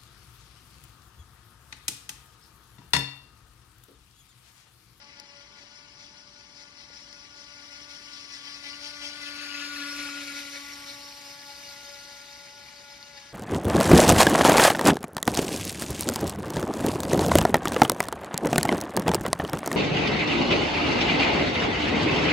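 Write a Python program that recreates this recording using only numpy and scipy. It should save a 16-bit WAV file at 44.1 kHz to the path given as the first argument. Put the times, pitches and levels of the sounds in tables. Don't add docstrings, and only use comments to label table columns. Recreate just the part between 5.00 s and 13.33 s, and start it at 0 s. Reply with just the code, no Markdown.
import sys
import numpy as np
from scipy import signal
from scipy.fft import rfft, irfft
from scipy.io import wavfile
from scipy.ndimage import uniform_filter1d

SR = 44100
rng = np.random.default_rng(int(sys.argv[2]) if len(sys.argv) > 2 else 0)


def master(y):
    cut = np.clip(np.atleast_2d(y).T, -1, 1)
    pcm = np.round(cut * 32767)
    wavfile.write(sys.argv[1], SR, pcm.astype(np.int16))


N = 367353

# pitch_hz, level_db (per Hz)
RUMBLE_COLOUR = [(20, -22), (33, -14), (48, -2.5), (59, 3.5), (78, -4), (120, -0.5), (160, -3.5), (270, -4),
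                 (400, -9.5), (550, -16.5), (1000, -8), (1800, -16.5), (5000, -44)]
# start_s, level_db, pitch_hz, swell_s
TICKS = [(.1993, -27.5, 5130, 0.00024), (2.128, -34.5, 4720, 0.0003), (8.028, -33, 4450, 0.00026),
         (1.902, -50, 504, 0.0011), (4.464, -37, 2420, 0.002), (4.65, -33, 2380, 0.002),
         (4.762, -38, 1760, 0.004), (5.088, -40, 1294, 0.0027), (7.683, -43, 2360, 0.0022),
         (8.176, -37, 4600, 0.0006), (8.179, -45, 1750, 0.002)]

# time_s, distance_m
DISTANCE = [(0, 32), (1.5, 29.4), (2.1, 25.5), (2.7, 17.1), (3.3, 13.8), (3.9, 10.74), (4.4, 6.75),
            (4.9, 4.28), (5.3, 4.92), (5.8, 7.14), (6.3, 10.5), (6.9, 12), (7.5, 18.6), (8.33, 22.9)]
# time_s, side (0 bow, 1 beam, 2 stern; clipped to that range)
ASPECT = [(0, 0.16), (3.9, 0.16), (4.7, 1), (5.15, 1.09), (5.7, 1.64), (6.3, 2.18), (8.33, 1.84)]
# time_s, speed_hz
SHAFT_SPEED = [(0, 287.2), (0.3, 285.2), (0.7, 290.9), (1.3, 291.3), (1.7, 289.2), (2.3, 288.7),
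               (3.1, 290.4), (3.3, 286), (3.55, 286.6), (3.75, 289), (3.95, 291.7), (4.7, 288),
               (5.0, 287.8), (5.35, 284.1), (6.0, 284.7), (7.2, 283.7), (7.8, 286.4), (8.33, 283)]
# start_s, hold_s, spray_db (more thrown), bite_db (deeper propeller bite)
SLAPS = [(0.153, 0.056, -0.5, 1.66), (0.548, 0.022, 2.5, 1.9), (0.73, 0.04, 2, 1.0),
         (0.967, 0.082, 3, 1.58), (1.144, 0.014, 3, 0.47), (1.351, 0.024, 1, 0.1), (1.54, 0.057, 5, 3),
         (1.762, 0.043, 3.5, 3), (1.922, 0.066, 5.5, 2.5), (2.057, 0.1, 2.5, 0.5),
         (2.338, 0.035, 1.5, -0.35), (2.705, 0.016, 1.5, 3.5), (2.886, 0.051, 4, 0.9),
         (3.109, 0.05, 3, 1.07), (3.301, 0.03, 4.5, 2.0), (3.437, 0.04, 2.5, 5.0), (3.616, 0.051, 4, 5),
         (3.805, 0.05, 6.5, 3.5), (4.006, 0.05, 6, 3.5), (4.195, 0.055, 3, 2), (4.401, 0.03, 2, 1),
         (4.574, 0.048, 1, 2.5), (4.782, 0.021, -0.7, 3.5), (4.975, 0.049, 3, 4), (5.143, 0.056, 0.5, 3),
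         (5.259, 0.02, 1, 2), (5.339, 0.033, 3.5, 3.5), (5.53, 0.029, 0.5, 1.5), (5.696, 0.0085, 2.5, 2.5),
         (5.848, 0.037, 2.5, 2), (6.223, 0.059, 1.5, 2.5), (6.476, 0.063, 1, 1), (6.66, 0.039, 1.5, 0.5),
         (7.865, 0.051, 0, 1), (8.143, 0.0082, 2, 5.5)]
# time_s, level_db (more churn and buzz)
LOAD = [(0, 3.5), (1.4, -0.5), (2.5, 0.5), (3.6, 0.7), (4.55, 2.5), (5.1, -0.5), (5.75, -0.5), (6.3, 0.5),
        (7.1, 0), (8.33, 2)]

# bow_db, beam_db, stern_db (each at 10 m), loss_db (per doubling of distance),
# bow_on_db, stern_on_db (changes at those moments), surge_db (per dB of surge)
CHURN_CARRY = (-53.5, -54.5, -54, 6, 0.5, -2.5, 0.7)
SPRAY_CARRY = (-47.5, -53, -48.5, 5.5, 1.5, -2, 1.02)
MIST_CARRY = (-63, -66, -59, 8.5, -1, -2.5, 0.63)
BUZZ_CARRY = (-50.5, -52, -48.5, 7, -1, -7, 1.0)
# order, swing_db (as it rocks), rough (0-1, beam-on, before division
# by order), hop_db (lost from afar in each hop; negative gains), then the columns of CHURN_CARRY
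WHINE = [(1, 0.79, 0.041, -1, -56.5, -57.5, -68.5, 10.35, -2.5, 6, 0.62),
         (2, 1.3, 0.54, 3, -61, -63.5, -57.5, 3.96, -11, -3.5, 0.63),
         (3, 0.88, 0.48, 3, -66, -73.5, -57.5, 1.94, -6.5, -0.5, 0.71),
         (4, 1.55, 0.3, -4, -57, -61, -68, 8.6, 2, 7, -0.8),
         (5, 0.21, 0.17, 15, -55, -50.5, -52, 7.3, -5.5, -9.5, 0.052)]
# order, bow_db, beam_db, stern_db
SHAFT_ORDERS = [(6, -14, -13.5, -13.5), (7, -9, -11, -9.5), (8, -15, -12.5, -10.5), (9, -14, -7.5, -16.5),
                (10, -11, -16, -11.5), (11, -15, -18.5, -15), (12, -16.5, -21, -19), (13, -15, -23, -9),
                (14, -14.5, -17.5, -14), (15, -10, -15.5, -16), (16, -12, -19, -11), (17, -2.5, -26, -12),
                (18, -17, -20, -9)]
# centre_s, order, half_length_s, level_db
SWELLS = [(0.038, 3, 0.036, 11.5), (0.217, 3, .045, 8), (0.247, 7, 0.28, 3), (0.265, 5, .045, -12),
          (0.37, 2, .07, 5), (1.095, 7, .4, -5), (3.265, 5, 0.036, -5), (3.34, 7, 0.041, 7),
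          (3.384, 6, .02, 7), (3.478, 11, .025, 10), (3.486, 7, .035, 5), (3.691, 7, .04, 5),
          (3.658, 3, .03, 6), (3.675, 8, .03, 9), (3.742, 10, 0.018, 8), (3.851, 2, 0.039, 5.5),
          (3.856, 11, 0.018, 10), (3.857, 8, .022, 13), (3.868, 3, 0.036, 6), (4.034, 10, .014, 6),
          (4.05, 8, .025, 7), (4.055, 11, 0.033, 11.5), (4.06, 3, .045, 6.5), (4.08, 2, .04, 8.5),
          (4.24, 7, 0.022, 11.5), (4.262, 6, .03, 5), (4.454, 6, .03, 4), (4.527, 10, .025, 12),
          (4.601, 9, .013, 5), (4.642, 6, 0.036, 6), (4.648, 10, .014, 11), (4.696, 2, 0.015, -6),
          (4.723, 5, 0.025, 3.5), (4.825, 6, .014, 10), (5.04, 5, 0.03, 2.5), (5.08, 3, 0.023, 15),
          (5.097, 5, 0.028, -4.5), (5.175, 9, .025, 5), (5.21, 10, 0.021, 4), (5.26, 5, .012, -9),
          (5.294, 8, 0.018, 8), (5.3, 4, .2, -10), (5.33, 5, 0.01, -15), (5.503, 7, .025, 10),
          (5.515, 5, .018, -10), (5.566, 8, 0.02, 10), (5.625, 5, 0.022, -10), (5.68, 7, .03, 12),
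          (5.727, 2, 0.098, -10), (5.9, 8, .025, 9), (5.901, 2, 0.031, 6), (6.105, 5, 0.028, -5),
          (6.41, 6, 0.039, 12), (6.5, 3, 0.027, 7.5), (6.619, 6, 0.049, 5), (6.636, 5, 0.023, -11),
          (6.652, 10, .03, 8), (6.903, 2, 0.038, 6.5), (7.69, 2, 0.039, -8), (7.703, 5, .04, -7),
          (8.231, 6, 0.083, 9), (8.3, 5, .15, -5)]

# pitch_hz, bow_db, beam_db, stern_db
WATER_COLOUR = [(394, -18.5, -6, -11.5), (790, -14.5, -7.5, -8), (1330, -15, 4.5, -10),
                (2290, -6.5, 9.5, 4), (2390, -11.5, 9, -2), (2700, -6.5, 7.5, -3), (3360, -5, 3, -3.5),
                (3630, -9.5, 1, -1.5), (3820, -2, 1.5, -1), (4720, 6.5, 3, 5), (5330, 9.5, -1.5, 0.5),
                (5820, 5.5, -2, 3), (6260, -2.5, -5, -5), (6460, -7, -3.5, -6), (7030, -10, -6.5, -11.5),
                (7800, -17, -10, -12.5), (8200, -17, -9, -11.5), (10660, -17.5, -7, -14.5),
                (12300, -26.5, -10, -9), (13935, -30, -23, -19)]
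# time_s, pitch_hz, lift_db
HOLLOW = [(4.2, 2804, -5), (4.48, 2613, 3), (5.0, 2420, 4), (5.55, 2253, 3), (5.85, 2200, -1),
          (6.3, 2081, -3.5), (7.3, 2115, -1)]
MIRROR = [(4.3, 5887, 2), (4.6, 6650, 5), (4.9, 7846, 4), (5.3, 7600, -1.5)]
TAIL = [(4.6, 5602, -1), (5.0, 5297, 5), (5.75, 5480, 5), (6.3, 5230, 4.5), (7.0, 5100, 2.5),
        (8.33, 5154, 2)]
SIZZLE = [(4.9, 6100, -4), (5.4, 6200, 2), (6.2, 6260, -4), (6.8, 6636, 4)]
# centre_s, half_length_s, pitch_hz, width_hz, level_db
SHEET = (5.9, 0.055, 4040, 490, 6)

# time_s, lag_ms
BEARING = [(0, 0.21), (2.8, 0.21), (3.8, 0.16), (4.3, 0.14), (4.8, 0.071), (5.3, 0.026), (5.8, 0.0054),
           (6.5, 0.03), (8.33, 0.029)]
# pitch_hz, aside_db (boat to one side), ahead_db (boat ahead)
PORT_TILT = [(280, -2.5, 1), (398, 5, -2), (567, 12, 13.5), (850, 5, 2.5), (1490, 11, 7), (2270, 17, 12),
             (2406, -3, 0), (2740, 15, 17), (3420, 3.5, 4.5), (4400, 16, 7), (5250, 11.5, -1),
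             (6060, 5.5, -9), (7500, -11, 2.5), (9600, 1.5, -1.5), (13000, 4, 4)]
# pitch_hz, aside_rad, ahead_rad
PORT_PHASE = [(380, 0, 0), (600, 0.4, 0.3), (1150, 0.9, 1.1), (1600, 0.2, 1.1), (2050, 1.0, 1.1),
              (2300, -0.8, 0.8), (2900, 1.3, 1.2), (3250, -0.6, -1.1), (3750, 1.4, 0.8), (4600, -0.3, 0.2),
              (5000, 0.3, 0.5), (5400, -1.1, 0.1), (6000, 0.5, -0.9), (6700, -1.3, -2.7),
              (9500, -2.8, -2.8)]
# pitch_hz, likeness (0-1)
LIKENESS = [(300, 0.62), (1500, 0.07), (2400, 0.78), (3100, 0.33), (5000, 0.78), (8000, 0.22), (13000, 0.1)]

RUMBLE_DB = -61
EDGE_HZ = 14400
AIR_DB_PER_M = 0.32
BOW_ON, STERN_ON = (3.39, 0.26), (6.1, 0.57)
SLAP_ATTACK_S, SLAP_RELEASE_S = 0.0254, 0.0447
ROCK_HZ = 5.3
HOP_LEAD_S, HOP_HALF_S = 0.061, 0.023
CHATTER_DB, CHATTER_HZ = 3.5, 34
CRACKLE_DB, CRACKLE_SCATTER = -57, 0.1
CRACKLE_PER_S, CRACKLE_CYCLES = 150, 4

TIME = np.arange(N) / SR
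BIN_HZ = np.fft.rfftfreq(512, 1 / SR)
FRAME_S = np.arange(N // 128 + 2) * 128 / SR


def amp(db):
    return 10 ** (np.asarray(db) / 20)


def unit(x):
    return x / np.sqrt(np.mean(np.abs(x) ** 2) + 1e-20)


def curve(rows, t):
    return np.interp(t, *np.transpose(rows))


def colour(rows, hz, axis=1):
    table = np.transpose(rows)
    return np.interp(np.log(hz + 1), np.log(table[0] + 1), table[axis])


def wander(t, rate_hz):
    hz = rate_hz * np.geomspace(1 / 2, 2, 20)
    turns = hz * FRAME_S[:, None] + rng.random(len(hz))
    slow = np.sin(2 * np.pi * turns).sum(1)
    return np.interp(t, FRAME_S, unit(slow))


def bump(centre_s, half_s):
    return np.exp(-((FRAME_S - centre_s) / half_s) ** 2)


def spectra(x):
    return signal.stft(x, nperseg=512, noverlap=384)[2].T[:len(FRAME_S)]


def waves(z):
    return signal.istft(np.swapaxes(z, 1, 2), nperseg=512, noverlap=384)[1][:, :N]


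def ports(direct, scattered, likeness):
    lag_ms = curve(BEARING, FRAME_S)[:, None]
    aside = np.clip(lag_ms / BEARING[0][1], 0, 1)
    aside = np.sin(np.pi / 2 * aside) ** 2
    ahead = 1 - aside
    tilt_db = aside * colour(PORT_TILT, BIN_HZ) + ahead * colour(PORT_TILT, BIN_HZ, axis=2)
    tilt = amp(tilt_db / 2)
    lead = aside * colour(PORT_PHASE, BIN_HZ) + ahead * colour(PORT_PHASE, BIN_HZ, axis=2)
    turn = np.exp(1j * lead - 2j * np.pi * BIN_HZ * lag_ms / 1000)
    same = np.clip(likeness, 0, .999)
    right = same * direct + np.sqrt(1 - same ** 2) * scattered
    centre = np.sqrt(tilt ** 2 + tilt ** -2 + 2 * same * turn.real) / 2
    return waves(np.array([direct * tilt * turn, right / tilt]) / np.maximum(centre, .5))


def rumble(likeness=0.76, left_db=1, swell_db=.5, skew=0.61, skew_hz=200):
    hz = np.fft.rfftfreq(N, 1 / SR)
    left, other = rfft(rng.standard_normal((2, N))) * amp(colour(RUMBLE_COLOUR, hz))
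    turn = np.exp(-1j * skew / (1 + (hz / skew_hz) ** 2))
    right = likeness * left + np.sqrt(1 - likeness ** 2) * other
    pair = unit(irfft(np.array([left * turn, right]), N))
    balance_db = left_db * np.array([[1], [-1]])
    return pair * amp(RUMBLE_DB + swell_db * wander(TIME, 1.8) + balance_db)


def ticks(patter=0.32, patter_s=0.0034):
    out, t = np.zeros(N), np.arange(SR // 20) / SR
    for start_s, level_db, hz, swell_s in TICKS:
        ring = t / swell_s * np.exp(1 - t / swell_s)
        grain = unit(uniform_filter1d(rng.standard_normal(len(t)), size=14))
        after = patter * grain * np.exp(-t / patter_s)
        tick = amp(level_db) * (ring + after) * np.sin(2 * np.pi * hz * t)
        out[round(start_s * SR):][:len(t)] += tick
    direct = spectra(out)
    return ports(direct, 0 * direct, 0.75)


def facing(t):
    aspect = np.clip(curve(ASPECT, t), 0, 2)
    return np.maximum(1 - abs(aspect[:, None] - np.arange(3)), 0)


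def bounce(ripple_db=.5):
    throw = bite = ripple_db * wander(FRAME_S, ROCK_HZ)
    for start_s, hold_s, throw_db, bite_db in SLAPS:
        corners = start_s + np.cumsum([0, SLAP_ATTACK_S, hold_s, SLAP_RELEASE_S])
        slap = np.interp(FRAME_S, corners, [0, 1, 1, 0])
        throw = throw + throw_db * slap
        bite = bite + bite_db * slap
    return throw, bite


def shaft(bite, sag_hz=0.32, wobble_hz=0.89, jitter_hz=0.47):
    sag = sag_hz * np.interp(TIME, FRAME_S, bite)
    waver = wobble_hz * wander(TIME, ROCK_HZ) + jitter_hz * wander(TIME, 30)
    hz = curve(SHAFT_SPEED, TIME) - sag + waver
    return 2 * np.pi * np.cumsum(hz) / SR


def heard(carry, surge):
    *sides, loss_db, bow_on_db, stern_on_db, surge_db = carry
    doublings = np.log2(curve(DISTANCE, FRAME_S) / 10)
    pointing_db = bow_on_db * bump(*BOW_ON) + stern_on_db * bump(*STERN_ON)
    return facing(FRAME_S) @ sides - loss_db * doublings + pointing_db + surge_db * surge


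def crackle(angle, bite, spread_db=5, count=24):
    t, out = np.arange(SR // 50) / SR, np.zeros(N)
    born = rng.random(N) < CRACKLE_PER_S / SR * (1 + np.cos(angle))
    sizes = born * amp(spread_db * np.minimum(rng.exponential(1, N), 2.5))
    when, centre, _ = np.transpose(HOLLOW)
    pitches = np.geomspace(1500, 3500, count)
    wanted = np.interp(TIME, when, centre) * (1 + CRACKLE_SCATTER * rng.standard_normal(N))
    kind = np.searchsorted(pitches, wanted)
    for k, hz in enumerate(pitches):
        ring = np.sin(2 * np.pi * hz * t) * np.exp(-hz * t / CRACKLE_CYCLES)
        out += signal.oaconvolve(sizes * (kind == k), ring)[:N]
    beam = facing(FRAME_S)[:, 1]
    gain = amp(CRACKLE_DB + bite) * beam * 10 / curve(DISTANCE, FRAME_S)
    direct = spectra(unit(out)) * gain[:, None]
    return ports(direct, 0 * direct, 0.92)


def splashes(angle, chop=0.03, drops_per_s=600, drop_size=1.15):
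    fizz = rng.standard_normal(N) * (1 + chop * np.cos(angle))
    drops = (rng.random(N) < drops_per_s / SR) * rng.laplace(size=N)
    return spectra(unit(fizz + drop_size * drops))


def crest(rows, width_hz):
    when, centre, lift = np.transpose(rows)
    offset = (BIN_HZ - np.interp(FRAME_S, when, centre)[:, None]) / width_hz
    lift_db = np.interp(FRAME_S, when, lift)[:, None]
    return lift_db * (1 - offset ** 2) * np.exp(-offset ** 2 / 2)


def water_shape():
    sides = np.array([colour(WATER_COLOUR, BIN_HZ, axis=k + 1) for k in range(3)])
    bands = crest(HOLLOW, width_hz=320) + crest(MIRROR, width_hz=570)
    bands = bands + crest(TAIL, width_hz=320) + crest(SIZZLE, width_hz=300)
    air_db = -AIR_DB_PER_M * np.outer(curve(DISTANCE, FRAME_S), (BIN_HZ / 10 ** 4) ** 2)
    bass = colour([(80, 0.083), (280, 0.59)], BIN_HZ)
    return amp(facing(FRAME_S) @ sides + bands + air_db) * bass


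def band_level(shape, lo_hz, hi_hz):
    inside = (BIN_HZ > lo_hz) & (BIN_HZ < hi_hz)
    return np.sqrt((shape ** 2 * inside).mean(1, keepdims=True))


def water(angle, throw, bite, patchy_db=2.0, flicker_db=0.29):
    shape = water_shape()
    churn = amp(heard(CHURN_CARRY, bite) + curve(LOAD, FRAME_S))[:, None] / band_level(shape, 1800, 3300)
    spray = amp(heard(SPRAY_CARRY, throw))[:, None] / band_level(shape, 4000, 6200)
    mist = amp(heard(MIST_CARRY, throw))[:, None] / band_level(shape, 8500, 13000)
    high = colour([(2600, 0.17), (3700, 0.98)], BIN_HZ)
    top = colour([(6000, 0), (9000, 0.93)], BIN_HZ)
    blend = churn ** (1 - high) * spray ** (high - top) * mist ** top
    grain = uniform_filter1d(rng.standard_normal(shape.shape), size=8, axis=0)
    patches = unit(uniform_filter1d(grain, size=7, axis=1))
    sputter = patchy_db * patches + flicker_db * wander(FRAME_S, 30)[:, None]
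    centre_s, half_s, hz, width_hz, level_db = SHEET
    sheet = level_db * bump(centre_s, half_s)[:, None] * np.exp(-((BIN_HZ - hz) / width_hz) ** 2)
    gain = shape * blend * amp(sputter + sheet)
    return ports(gain * splashes(angle), gain * splashes(angle), colour(LIKENESS, BIN_HZ))


def swells(order):
    return sum(db * bump(centre_s, half_s) for centre_s, which, half_s, db in SWELLS if which == order)


def partial(angle, order, level_db, flutter, rough, drift=0.2, steady_db=8):
    swell_db = swells(order)
    fading = flutter * (wander(FRAME_S, 7) + 1j * wander(FRAME_S, 7))
    rasp = rough * (wander(FRAME_S, 28) + 1j * wander(FRAME_S, 28))
    unrest = order ** 0.91 * np.exp(-np.maximum(swell_db, 0) / steady_db)
    power = 1 + 2 * unrest ** 2 * (flutter ** 2 + rough ** 2)
    wavering = (1 + unrest * (fading + rasp)) / np.sqrt(power)
    path = 2 * np.pi * rng.random() + drift * order * wander(FRAME_S, .5)
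    size = amp(level_db + swell_db) * wavering * np.exp(1j * path)
    return np.sqrt(2) * (np.interp(TIME, FRAME_S, size) * np.exp(1j * order * angle)).real


def bank(x, echo_db=-21, far_db=4, delay_s=.07):
    echo = amp(echo_db + far_db * np.log2(curve(DISTANCE, TIME) / 10))
    late = np.interp(TIME - delay_s, TIME, x, left=0)
    return (x + echo * late) / np.sqrt(1 + echo ** 2)


def propeller_buzz(angle, bite, flutter=0.12, rough=0.066):
    out, sides_seen = np.zeros(N), facing(FRAME_S)
    unrest = 1 - sides_seen[:, 2] / 2
    chatter = CHATTER_DB * unrest * np.tanh(wander(FRAME_S, CHATTER_HZ))
    level = heard(BUZZ_CARRY, bite) + curve(LOAD, FRAME_S) + chatter
    for order, *sides in SHAFT_ORDERS:
        out += partial(angle, order, level + sides_seen @ sides, flutter * unrest, rough * unrest)
    return out


def hull_whine(angle, bite, far_swing_db=0.19, flutter=0.062, rough=0.038):
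    out = np.zeros(N)
    far = np.maximum(np.log2(curve(DISTANCE, FRAME_S) / 10), 0)
    _, beam, stern = facing(FRAME_S).T
    hop = sum(bump(start_s - HOP_LEAD_S, HOP_HALF_S) for start_s, *_ in SLAPS)
    hop = hop * np.minimum(far, 1) ** 2 * (1 - stern)
    for order, swing_db, beam_rough, hop_db, *carry in WHINE:
        swing = swing_db + far_swing_db * far * (order - 1) * (1 - stern / 2)
        level = heard(carry, bite) - hop_db * hop + swing * wander(FRAME_S, ROCK_HZ)
        rasp = rough * (1 - beam) + beam * beam_rough / order
        out += partial(angle, order, level, flutter * (1 - beam / 2), rasp)
    return out


def motor(angle, bite):
    direct = spectra(bank(hull_whine(angle, bite) + propeller_buzz(angle, bite)))
    phase = wander(FRAME_S, 2.7) / 2
    return ports(direct, direct * np.exp(1j * phase)[:, None], 1.0)


def scene():
    throw, bite = bounce()
    angle = shaft(bite)
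    boat = crackle(angle, bite) + water(angle, throw, bite) + motor(angle, bite)
    return rumble() + ticks() + boat


def record(dry):
    lowpass = signal.firwin(511, EDGE_HZ, window=("kaiser", 9), fs=SR)
    return signal.oaconvolve(dry, lowpass[None], "same")


dry = scene()
out = record(dry)
master(out)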